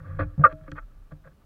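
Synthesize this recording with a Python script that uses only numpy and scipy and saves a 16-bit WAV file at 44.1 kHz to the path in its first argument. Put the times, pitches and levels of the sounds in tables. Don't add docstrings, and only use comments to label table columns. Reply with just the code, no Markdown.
import sys
import numpy as np
from scipy import signal
from scipy.fft import rfft, irfft
from scipy.io import wavfile

SR = 44100
rng = np.random.default_rng(int(sys.argv[2]) if len(sys.argv) > 2 else 0)


def invert_db(level):
    return 10 ** (np.asarray(level, dtype=float) / 20)


def wav_record(signal):
    frames = np.transpose(np.atleast_2d(signal))
    bounded = np.clip(frames, -1, 1)
    quanta = np.round(bounded * 32767).astype(np.int16)
    wavfile.write(sys.argv[1], SR, quanta)


N = 63945
TIME = np.arange(N) / SR


def rms_one(x):
    return x / np.sqrt(np.mean(x ** 2) + 1e-20)


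def level_in_time(rows):
    return invert_db(np.interp(TIME, *np.transpose(rows)))


def coloured(points):
    hz = np.maximum(np.fft.rfftfreq(N, 1 / SR), 1)
    point_hz, point_db = np.transpose(points)
    colour = invert_db(np.interp(np.log(hz), np.log(point_hz), point_db))
    colour = colour * np.minimum(1, point_hz[-1] / hz) ** 2
    return rms_one(irfft(rfft(rng.standard_normal(N)) * colour, N))


def ring(force, hz, t60):
    skirt = 1.25
    decay, turn = invert_db(-60 / (t60 * SR)), 2 * np.pi * hz / SR
    tone = signal.lfilter([0, np.sin(turn)], [1, -2 * decay * np.cos(turn), decay ** 2], force + 1e-18)
    soft = signal.butter(1, [hz / skirt, hz * skirt], "band", fs=SR)
    return signal.lfilter(*soft, tone)


def struck(modes, s, db):
    spread_db = 3.5
    out, luck = 0, rng.standard_normal((len(s), len(modes)))
    for k, (hz, mode_db, t60) in enumerate(modes):
        force = np.zeros(N)
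        force[(np.asarray(s) * SR).astype(int)] = invert_db(db + mode_db + spread_db * luck[:, k])
        out = out + ring(force, hz, t60) * (-1) ** k
    return out


def held(modes, s, db, held_s, fade_s):
    early = s < held_s
    fade = np.exp(-np.maximum(TIME - held_s, 0) / fade_s)
    return struck(modes, s[early], db[early]) * fade + struck(modes, s[~early], db[~early])


def rubbed(modes, pressure):
    slips_per_s, spread_db = 6000, 2
    out = 0
    for hz, mode_db, t60 in modes:
        slips = rng.random(N) < slips_per_s / SR
        slips = slips * invert_db(spread_db * rng.exponential(1, N))
        slips = slips * rng.choice([-1, 1], N)
        evened = np.sqrt(28 / (t60 * SR))
        out = out + invert_db(mode_db) * ring(rms_one(slips) * pressure, hz, t60) * evened
    return out


# [f/Hz, level/dB per Hz]
RUMBLE = [(26, -25.5), (45, -2), (70, -15), (101, -16), (169, -20.5), (500, -32), (1300, -38),
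          (2500, -46.5)]
# [f/Hz, level/dB per Hz]
HISS_COLOUR = [(1500, -12), (2500, 4.5), (4000, 3.5), (7500, -1), (11000, -1), (15800, 0)]


def rumble_and_hiss():
    rumble_db, hiss_db = -56.5, -77
    return invert_db(rumble_db) * coloured(RUMBLE) + invert_db(hiss_db) * coloured(HISS_COLOUR)


# [t/s, level/dB]
SWAY = [(0.0, -42.5), (0.064, -66), (0.096, -50), (0.136, -40), (0.176, -30.5), (0.286, -46), (0.31, -47.5),
        (0.508, -41.5), (0.588, -53.5), (0.69, -38), (1.11, -52), (1.126, -41.5), (1.332, -71), (1.45, -46)]


def sway():
    hz, width_hz = 33, 11
    push = rng.standard_normal(N + SR)
    swing = ring(push, hz, 2.5 / width_hz)[SR:]
    return level_in_time(SWAY) * rms_one(swing)


def singing():
    start_s, hz, db, t60_s = .438, 632, -29, .55
    stop_s, fade_s = .69, .012
    damping = np.exp(-np.maximum(TIME - stop_s, 0) / fade_s)
    return struck([(hz, 0, t60_s)], [start_s], db) * damping


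# [f/Hz, level/dB, t60/s]
SHELL = [(2480, -1.5, 0.018), (3250, 1, .015), (3700, -13, 0.015), (4100, -6, .012), (4500, -6.5, .01),
         (5300, -13.5, .008), (5900, -7.5, 0.011), (6600, -10, 0.0084), (7300, -16, .008)]
# [t/s, level/dB, dulling/dB per kHz]
TICKS = [
    (.5255, -52.5, -4.5),
    (0.7167, -46.5, 1.4),
    (0.767, -61, -7),
    (1.12, -65.5, 0),
]


def ticks():
    out = 0
    for s, db, dull_db in TICKS:
        tilted = [(hz, mode_db + dull_db * (hz / 1000 - 3), t60) for hz, mode_db, t60 in SHELL]
        out = out + struck(tilted, [s], db)
    return out


# [f/Hz, level/dB, t60/s]
SHAFT = [(92, 2.5, .15), (54.9, -8, 0.07)]
# [f/Hz, level/dB, t60/s]
JOINT = [(150.1, 3, 0.15), (190, -25, .08), (428, -18, 0.023), (840, -26, 0.034)]
# [f/Hz, level/dB, t60/s]
OVERTONE = [(297, 0, .2)]
# [f/Hz, level/dB, t60/s]
CLAMP = [(526.7, 1.5, 0.097), (571.4, -7.5, .05), (643, -6.5, .04), (481, -14, 0.024)]
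# [f/Hz, level/dB, t60/s]
CASE = [(858.8, -23, 0.086), (990, -21.5, 0.014), (1176.2, -4.5, 0.041), (1323, -9, 0.068),
        (1455, -9, .035), (1614, -10.5, .03), (1683, -12, .035), (1857, -16, .035), (2050, -27, .03),
        (2200, -22.5, .03), (2450, -27, 0.049), (2600, -28.5, .03)]
# [t/s, level in the case/dB]
GRIP = [(0.0, -62), (0.076, -51), (0.188, -59.5), (0.476, -70.5), (0.608, -68.5), (0.754, -77),
        (0.908, -70.5), (1.45, -81)]
# [t/s, length/s, case level/dB, clamp level/dB, shell level/dB]
RUBS = [(.184, .035, -33.5, -36, -64), (0.214, 0.024, -40.5, -44.5, -71.5), (0.4, 0.03, -56, -42.5, -98.5),
        (0.434, 0.016, -16.5, -28.5, -65), (0.452, 0.017, -24.5, -30, -72.5),
        (0.481, .045, -46.5, -50.5, -78.5), (0.285, .02, -73.5, -71, -98), (0.632, .012, -61, -67.5, -82.5),
        (0.66, 0.017, -57.5, -58, -96.5), (0.677, 0.0054, -40, -48, -76.5),
        (0.749, 0.03, -45.5, -58.5, -82), (0.775, 0.019, -43, -56, -78.5), (0.809, 0.019, -61.5, -71, -89),
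        (1.104, .024, -58.5, -56.5, -85), (1.233, 0.041, -57, -61.5, -90), (1.27, .012, -60, -57, -94),
        (1.3, .025, -72, -77, -94), (1.413, 0.0082, -67, -94, -92)]


def rubs():
    rise_share, fall_s = .35, 0.0024
    wobble_db, wobble_s = 3, 0.0078
    drift = signal.lfilter([1], [1, -np.exp(-1 / (wobble_s * SR))], rng.standard_normal(N))
    wobble = invert_db(wobble_db * rms_one(drift))
    grip = level_in_time(GRIP)
    case, clamp, shell = grip, grip * invert_db(-7), grip * invert_db(-31)
    for s, length, case_db, clamp_db, shell_db in RUBS:
        swell = np.clip((TIME - s) / (rise_share * length), 0, 1)
        shape = wobble * swell * np.exp(-np.maximum(TIME - s - length, 0) / fall_s)
        case = case + invert_db(case_db) * shape
        clamp = clamp + invert_db(clamp_db) * shape
        shell = shell + invert_db(shell_db) * shape
    pole = rubbed(JOINT[:2] + OVERTONE, grip * invert_db(-2)) + rubbed(SHAFT, grip * invert_db(8.5))
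    return rubbed(CASE, case) + rubbed(CLAMP, clamp) + rubbed(SHELL[:6], shell) + pole


# [t/s, length/s, start f/Hz, end f/Hz, level/dB]
SQUEAKS = [
    (.4365, .016, 1260, 1179, -4.5),
    (.4385, 0.013, 1501, 1531, -17.5),
    (.455, .012, 1460, 1394, -15.5),
    (.455, 0.017, 1280, 1199, -24.5),
    (.779, 0.0049, 1519, 1520, -32.5),
    (0.4359, .008, 649.3, 619, -23.5),
]


def squeaks():
    rise_s, fall_s = 0.0065, 0.0052
    out = 0
    for s, length, from_hz, to_hz, db in SQUEAKS:
        t = TIME - s
        hz = from_hz + (to_hz - from_hz) * np.clip(t / length, 0, 1)
        shape = np.clip(t / rise_s, 0, 1) * np.exp(-np.maximum(t - length, 0) / fall_s)
        out = out + invert_db(db) * shape * np.sin(2 * np.pi * np.cumsum(hz * (t > 0)) / SR)
    return out


# [t/s, level/dB]
BENDS = [(0.058, -76), (0.196, -32), (0.392, -39), (.44, -38.5), (.527, -40), (.68, -46), (.718, -40),
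         (1.119, -46.5)]
# [t/s, shaft level/dB, joint level/dB, clamp level/dB, case level/dB]
KNOCKS = [(.001, -41.5, -47, -56.5, -46), (0.051, -37, -44.5, -78, -52.5), (0.082, -40.5, -47, -53, -59),
          (0.109, -45.5, -38.5, -59, -48), (0.136, -34, -41, -56, -56.5), (0.169, -30, -38.5, -71, -45.5),
          (.187, -18, -46, -43, -51), (.198, -24, -30.5, -39, -39), (0.207, -21, -30, -40.5, -23.5),
          (.245, -28, -33, -49, -60), (.262, -25, -44, -52.5, -77), (0.323, -36.5, -52, -70.5, -71),
          (.378, -28, -20.5, -48.5, -51.5), (.393, -26, -16.5, -34.5, -47.5),
          (0.4371, -26, -41, -30.5, -17.5), (.453, -35.5, -42.5, -21.5, -25.5),
          (.526, -39, -38.5, -55.5, -56.5), (.609, -47, -47, -71, -51), (.681, -47.5, -47, -53.5, -52),
          (.717, -37.5, -34, -45, -32), (0.785, -68, -65, -55, -28), (1.119, -49.5, -36.5, -49, -43.5),
          (1.257, -56.5, -52, -63, -75), (1.277, -67.5, -58, -58, -73)]


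def knocks():
    s, shaft_db, joint_db, clamp_db, case_db = np.transpose(KNOCKS)
    pole = held(SHAFT, s, shaft_db, held_s=.298, fade_s=0.0079)
    pole = pole + held(JOINT, s, joint_db, held_s=.45, fade_s=.02)
    camera = struck(CLAMP, s, clamp_db) + struck(CASE, s, case_db)
    return pole + camera + struck(OVERTONE, *np.transpose(BENDS))


def scene():
    wall = signal.butter(6, 4300, fs=SR, output="sos")
    body = signal.sosfilt(wall, knocks() + rubs() + squeaks())
    return (body + ticks() + singing() + sway() + rumble_and_hiss())[None]


def roll_off(x):
    return signal.sosfilt(signal.butter(12, 15800, fs=SR, output="sos"), x)


def record(dry):
    low_cut = signal.butter(2, 20, "high", fs=SR, output="sos")
    mix = signal.sosfilt(low_cut, dry)
    return roll_off(mix)


dry = scene()
out = record(dry)
wav_record(out)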